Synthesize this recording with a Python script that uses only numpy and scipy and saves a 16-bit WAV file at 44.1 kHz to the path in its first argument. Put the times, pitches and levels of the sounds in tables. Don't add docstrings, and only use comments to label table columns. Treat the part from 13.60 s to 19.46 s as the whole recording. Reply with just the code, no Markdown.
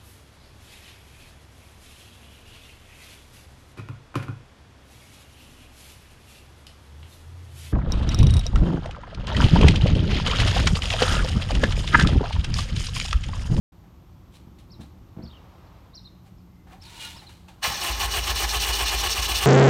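import sys
import numpy as np
from scipy import signal
from scipy.fft import rfft, irfft, next_fast_len
from scipy.io import wavfile
from scipy.ndimage import map_coordinates

SR = 44100
rng = np.random.default_rng(int(sys.argv[2]) if len(sys.argv) > 2 else 0)


def dump_mix(stems):
    frames = np.atleast_2d(stems).T
    limited = np.clip(frames, -1, 1)
    pcm = np.round(limited * 32767).astype(np.int16)
    wavfile.write(sys.argv[1], SR, pcm)


N = 258426
TIME = np.arange(N) / SR
ENGAGE_S = 4.03

# (low edge [Hz], high edge [Hz], running [dB], crash [dB], under load [dB], overrunning [dB])
GEAR_BANDS = [(427, 2400, -38.3, -27, -30.5, -36), (2526, 3480, -39.5, -31, -30, -32),
              (3580, 6620, -37, -31, -32.5, -29), (6740, 15200, -44.5, -33.5, -34, -35)]
# (time of the puff [s], load on the starter [dB], overrun rattle after it [dB])
COMPRESSIONS = [(4.294, -3, -19.5), (4.433, 0, -6.5), (4.571, 0, -6.5), (4.697, -1, -2), (4.828, 0, -2.5),
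                (4.957, 0, 1), (5.087, -0.5, -0.5), (5.216, 0, 0.5), (5.335, 0, -1), (5.456, 0, 0),
                (5.582, -1, -1), (5.71, -0.5, 2.5), (5.836, -0.5, 0)]


def from_db(db):
    return 10 ** (np.asarray(db) / 20)


def unit_rms(x):
    return x / np.sqrt(np.mean(x ** 2) + 1e-20)


def automation(rows):
    times, *columns = np.transpose(rows)
    return [np.interp(TIME, times, column) for column in columns]


def filtered(x, gain_at):
    size = next_fast_len(N)
    hz = np.maximum(np.fft.rfftfreq(size, 1 / SR), 1)
    return irfft(rfft(x, size) * gain_at(hz), size)[:N]


def coloured(x, spectrum):
    points, db = np.transpose(spectrum)

    def gain_at(hz):
        return from_db(np.interp(np.log(hz), np.log(points), db)) * np.minimum(hz / points[0], 1) ** 2
    return filtered(x, gain_at)


def noise(spectrum):
    return unit_rms(coloured(rng.standard_normal(N), spectrum))


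def drift(rate_hz):
    return unit_rms(filtered(rng.standard_normal(N), lambda hz: 1 / (1 + (hz / rate_hz) ** 2)))


def swell(centre, length):
    return np.exp(-np.minimum((2 * (TIME - centre) / length) ** 4, 20))


def clicks(rows, spread_db=0):
    times, db = np.transpose(rows)
    heights = from_db(db + spread_db * rng.standard_normal(len(times)))
    return np.bincount((times * SR).astype(int), heights, N)[:N]


def ring(x, hz, t60):
    r, w = from_db(-60 / (t60 * SR)), 2 * np.pi * hz / SR
    return signal.lfilter([0, np.sin(w)], [1, -2 * r * np.cos(w), r * r], x + 1e-18)


def resonance(x, hz, width):
    r, w = np.exp(-np.pi * width / SR), 2 * np.pi * hz / SR
    return signal.lfilter(np.array([1, 0, -1]) * (1 - r * r) / 2, [1, -2 * r * np.cos(w), r * r], x)


def low_pass(x, hz):
    return signal.sosfilt(signal.butter(2, hz, fs=SR, output="sos"), x)


def scatter(x, t60):
    tail = rng.standard_normal(SR // 2) * from_db(-60 * TIME[:SR // 2] / t60)
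    return signal.fftconvolve(x, tail / np.linalg.norm(tail))[:N]


def street(hiss_db=-72):
    # (frequency [Hz], relative density [dB])
    rumble_eq = [(12, -48), (20, -24), (45, -4.5), (65, -0.5), (119, -5), (145, -11), (184, -6), (206, -15),
                 (348, -16.5), (400, -24.5), (520, -36), (880, -120)]
    tyre_eq = [(150, 3), (330, 1), (500, 8), (1100, 7.5), (1700, -3.5), (3500, -7.5), (6000, -17),
               (10000, -29)]
    hiss_eq = [(2000, 8.5), (6000, 8), (10500, -1.5), (12000, 8.5), (14000, 6.5), (16000, -14)]
    # (time [s], level [dB])
    pass_by = [(0, -63), (1.5, -61.5), (1.8, -56), (2.2, -56.5), (2.4, -63), (3.0, -65), (4.0, -61)]
    tyre_db, = automation(pass_by)
    rumble_db = -49.5 + 2.5 * np.exp(-((TIME - 1.2) / 0.55) ** 2)
    rumble = from_db(rumble_db) * noise(rumble_eq)
    return rumble + from_db(tyre_db) * noise(tyre_eq) + from_db(hiss_db) * noise(hiss_eq)


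def bird_notes(gap_s=0.039, note_s=0.058):
    # (delay [s], length [s], start [Hz], top [Hz], end [Hz], offset [dB])
    call = [(0, 0.07, 3800, 5650, 3650, -0.5), (0.11, 0.0443, 3664, 4200, 3680, -4.5)]
    # (time [s], level [dB])
    call_cues = [(1.093, -52), (2.03, -68.5), (2.331, -43.5), (3.546, -48)]
    # (time [s], level [dB], notes [count])
    twitters = [(1.618, -53, 4), (2.768, -70, 1), (3.2, -50.5, 2)]
    # (time [s], length [s], start [Hz], top [Hz], end [Hz], level [dB])
    far_whistle = (2.878, 0.2, 2080, 2090, 2055, -71)
    notes = [(s + delay, *shape, db + offset) for s, db in call_cues for delay, *shape, offset in call]
    for s, db, count in twitters:
        for k in range(round(count)):
            top_hz = 5620 * 0.83 ** k
            end_hz = max(0.73 * top_hz, 2710)
            notes.append((s + k * gap_s, note_s, end_hz, top_hz, end_hz, db))
    return notes + [far_whistle]


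def birds(rise_share=0.36, waver=0.014, rough_db=3.5, yard_db=-8):
    song, wobble = np.zeros(N), 1 + waver * drift(250)
    knees = [0, rise_share / 3, rise_share, (1 + rise_share) / 2, 1]
    for s, length, start_hz, top_hz, end_hz, db in bird_notes():
        span = slice(int(s * SR), int((s + length) * SR))
        progress = np.linspace(0, 1, len(song[span]))
        shoulder_hz = end_hz + 0.24 * (top_hz - end_hz)
        pitch = np.interp(progress, knees, [start_hz, start_hz, top_hz, shoulder_hz, end_hz])
        envelope = from_db(db) * np.abs(np.sin(np.pi * progress)) ** 0.92
        song[span] += envelope * np.sin(2 * np.pi * np.cumsum(pitch * wobble[span]) / SR)
    song *= from_db(rough_db * drift(150))
    return song + from_db(yard_db) * scatter(song, t60=0.46)


def shoes(step_decay_s=0.0192, grain_db=1.6, rasp_db=-9, overtone_db=3):
    # (time [s], sole [dB], grit [dB])
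    drag = [(3.19, -85, -86), (3.225, -55, -55), (3.388, -47, -47.5), (3.41, -44.5, -41.5),
            (3.455, -44, -40.3), (3.53, -49.5, -49), (3.67, -72, -60), (3.76, -70, -62), (3.88, -85.5, -70)]
    # (time [s], rise [s], sole [dB], grit [dB])
    steps = [(0.244, 0.01, -55, -80), (0.761, 0.031, -71, -56.5), (0.99, 0.006, -69, -59.5),
             (1.214, 0.01, -50.5, -54.5), (2.67, 0.02, -58, -64.5), (3.074, 0.005, -49, -68),
             (3.134, 0.033, -43.5, -61), (3.571, 0.015, -45, -61.5), (3.624, 0.005, -45, -70.5),
             (3.695, 0.0033, -48, -53), (3.886, 0.0053, -45.5, -55.5)]
    # (frequency [Hz], width [Hz], relative level [dB])
    sole_modes = [(930, 48, 10), (1427, 25, 7), (1720, 59, -5), (2440, 32, 5), (2850, 43, 11),
                  (3305, 27, 4), (3640, 48, -3), (4000, 48, 1.5)]
    # (frequency [Hz], relative density [dB])
    grit_eq = [(700, -37), (1700, -2), (2350, 3.5), (2650, 2.5), (2980, 5.5), (3400, 4.5), (4000, 5.5),
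               (5000, -1.5), (6800, -3), (8500, -4), (11000, -8.5), (16000, -19)]
    sole_power, grit_power = from_db(automation(drag)) ** 2
    for s, rise, sole_db, grit_db in steps:
        falloff = np.where(TIME < s, 2 * ((TIME - s) / rise) ** 2, (TIME - s) / step_decay_s)
        step = np.exp(-np.minimum(falloff, 20))
        sole_power += step * from_db(sole_db) ** 2
        grit_power += step * from_db(grit_db) ** 2
    friction = rng.standard_normal(N)
    lowest, *upper = [from_db(db) * resonance(friction, hz, width) for hz, width, db in sole_modes]
    pitch_ratio = np.interp(10 * np.log10(grit_power), [-58, -53], [0.84, 1])
    hollow, overtones = [map_coordinates(unit_rms(x), [np.cumsum(pitch_ratio)], order=2, mode="wrap")
                         for x in (lowest, sum(upper))]
    pressure = np.sqrt(grit_power / grit_power.max())
    squeak = 0.41 * hollow + from_db(overtone_db) * pressure * overtones
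    rasp = from_db(rasp_db) * noise([(250, -10.5), (850, -6), (1700, -8), (6000, -34)])
    crackle = noise(grit_eq) * from_db(grain_db * drift(200))
    return np.sqrt(sole_power) * (squeak + rasp) + np.sqrt(grit_power) * crackle


def fuel_pump(hz=179.4, on_s=2.21, rise_s=0.48, primed_s=2.94, settle_s=0.35, prime_db=-54.5, run_db=-62):
    priming = np.exp(-np.maximum(TIME - primed_s, 0) / settle_s)
    level = from_db(run_db + (prime_db - run_db) * priming)
    fade_in = np.clip((TIME - on_s) / rise_s, 0, 1)
    cycles = np.cumsum(hz * (1 + 0.01075 * drift(9.9))) / SR
    return fade_in * level * np.sqrt(2) * np.sin(2 * np.pi * cycles)


def body_thuds(trim_gain_db=33):
    # (time [s], strength [dB])
    blows = [(0.866, -47), (1.192, -38.5), (1.219, -51), (1.565, -37), (1.585, -33.5), (1.63, -37),
             (4.07, -40), (4.095, -41)]
    # (frequency [Hz], gain [dB], t60 [s])
    panel_modes = [(72, -3, 0.56), (125.8, 0, 0.2), (170.5, 0, 0.21), (226.8, 0.5, 0.2), (298, -10, 0.22),
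                   (347, -9, 0.19), (507, -19, 0.21), (656, -15, 0.2)]
    panels = sum((-1) ** k * from_db(db) * ring(clicks(blows, spread_db=0.5), hz, t60)
                 for k, (hz, db, t60) in enumerate(panel_modes))
    trim = low_pass(scatter(clicks(blows), t60=0.22), hz=554)
    return low_pass(panels, hz=1200) + from_db(trim_gain_db) * trim


def exhaust(puff_db=-2, rush_db=-49):
    # (frequency [Hz], gain [dB], t60 [s])
    pipe_modes = [(52.5, -23.5, 1.04), (65.9, -22.5, 0.2), (106.6, -60, .5), (79.9, -39, 2.2),
                  (136.7, -43, 0.64)]
    first_jolt = (4.07, -15.5)
    puffs = clicks([first_jolt] + [(s, puff_db) for s, *_ in COMPRESSIONS])
    boom = sum((-1) ** (k + 1) * from_db(db) * ring(puffs, hz, t60)
               for k, (hz, db, t60) in enumerate(pipe_modes))
    flowing = np.clip((TIME - ENGAGE_S) / 0.012, 0, 1)
    rush = noise([(35, -27), (70, 15), (140, -4), (210, -1), (260, 5.5), (400, -1), (1500, -33)])
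    return low_pass(boom, hz=1500) + from_db(rush_db) * flowing * rush


def cranking(load_share=0.41, release_s=0.025, overrun_s=0.046, spin_up_s=0.42):
    load, overrun, previous = 0, 0, ENGAGE_S
    for s, load_db, overrun_db in COMPRESSIONS:
        load_s = load_share * (s - previous)
        load += from_db(load_db) ** 2 * swell(s + release_s - load_s / 2, load_s)
        sluggish = np.exp((COMPRESSIONS[0][0] - s) / spin_up_s)
        delay_s = 0.059 + 0.055 * sluggish
        overrun += from_db(overrun_db) ** 2 * swell(s + delay_s, overrun_s)
        previous = s
    return load, overrun


def gear_band_powers(crash_hold_s=0.034, crash_decay_s=0.028):
    crash = np.exp(-np.clip((TIME - ENGAGE_S - crash_hold_s) / crash_decay_s, 0, 20))
    envelopes = np.array([np.ones(N), crash, *cranking()])
    return from_db(np.array(GEAR_BANDS)[:, 2:]) ** 2 @ envelopes


def gear_whine(free_hz=440, sag=0.27, inertia_s=0.055, run_up_s=0.2, jitter=0.02034, rough_db=2.5):
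    harmonics = [-44.5, -39.5, -39, -49.5]
    load = np.sqrt(cranking()[0])
    lag = np.exp(-1 / (inertia_s * SR))
    braking = signal.lfilter([1 - lag], [1, -lag], load)
    run_up = 1 - 0.32 * np.exp(-np.maximum(TIME - ENGAGE_S, 0) / run_up_s)
    teeth = np.cumsum(free_hz * run_up * (1 - sag * braking + jitter * drift(78.8))) / SR
    tone = sum(from_db(db + rough_db * drift(69)) * np.sin(2 * np.pi * k * teeth)
               for k, db in enumerate(harmonics, start=1))
    return load * np.sqrt(2) * tone


def starter(teeth_hz=404, sag=0.24, jitter=0.09, housing_db=-2.5, chug_db=-13.5, flutter_db=1.28):
    # (frequency [Hz], width [Hz], relative level [dB])
    housing_modes = [(634, 160, -4.5), (761, 44, 1.5), (810.4, 17.5, 9.5), (901.6, 22.5, 5.5),
                     (992, 67, -1), (1090.4, 40, 6.5), (1264, 31, -0.5), (1730, 46, 3.5), (2417, 24.6, 8),
                     (2693, 33, 5.5), (2816, 28, 4), (2951, 37, 9), (3360, 59, 2), (3586, 40, -1),
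                     (3942, 35, 0.5), (4250, 71, 0), (4590, 31, 0.5), (5430, 57, -0.5), (5860, 110, -4),
                     (8340, 270, -6.5)]
    # (frequency [Hz], relative density [dB])
    bay_eq = [(300, -8.5), (560, -6.5), (800, -16), (1150, -2.5), (1450, -6), (2000, -2), (3000, -3.5),
              (4300, -9.5), (5800, -8), (7200, -8), (8700, -3.5), (10300, -12.5), (15000, -7.5)]
    block_eq = [(200, -14), (300, -12), (350, 1), (440, -0.5), (490, -2), (600, -13.5), (1200, -51)]
    powers = gear_band_powers()
    groan = np.sqrt(powers[0])
    load = groan / groan.max()
    teeth = np.cumsum(teeth_hz * (1 - sag * (load - 0.5) + jitter * drift(60))) / SR
    force = from_db(np.clip(rng.standard_normal(N), -2, 2))[teeth.astype(int)]
    pressure = force * np.exp(-0.97 * (teeth % 1))
    contact, shaking = pressure * rng.standard_normal((2, N))
    housing = sum((-1) ** k * from_db(db) * resonance(shaking, hz, width)
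                  for k, (hz, width, db) in enumerate(housing_modes))
    metal = unit_rms(coloured(contact, bay_eq)) + from_db(housing_db) * unit_rms(housing)
    spun_up = np.clip((TIME - ENGAGE_S) / 0.55, 0, 1)
    chug = from_db(chug_db) * unit_rms(coloured(contact, block_eq)) * groan * spun_up
    grind = np.zeros(N)
    for (low, high, *_), power in zip(GEAR_BANDS, powers):
        band = signal.sosfilt(signal.butter(7, [low, high], "band", fs=SR, output="sos"), metal)
        grind += unit_rms(band) * np.sqrt(power) * from_db(flutter_db * drift(38))
    engaged = (1 + np.tanh((TIME - ENGAGE_S) / 0.0068)) / 2
    return engaged * (chug + grind)


def scene():
    car = starter() + gear_whine() + exhaust() + body_thuds() + fuel_pump()
    return (car + shoes() + birds() + street())[None]


def record(dry):
    fade_in = np.clip((TIME - 0.12) / 0.0035, 0, 1)
    return signal.sosfilt(signal.ellip(12, 0.1, 90, 15850, fs=SR, output="sos"), dry * fade_in)


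dry = scene()
out = record(dry)
dump_mix(out)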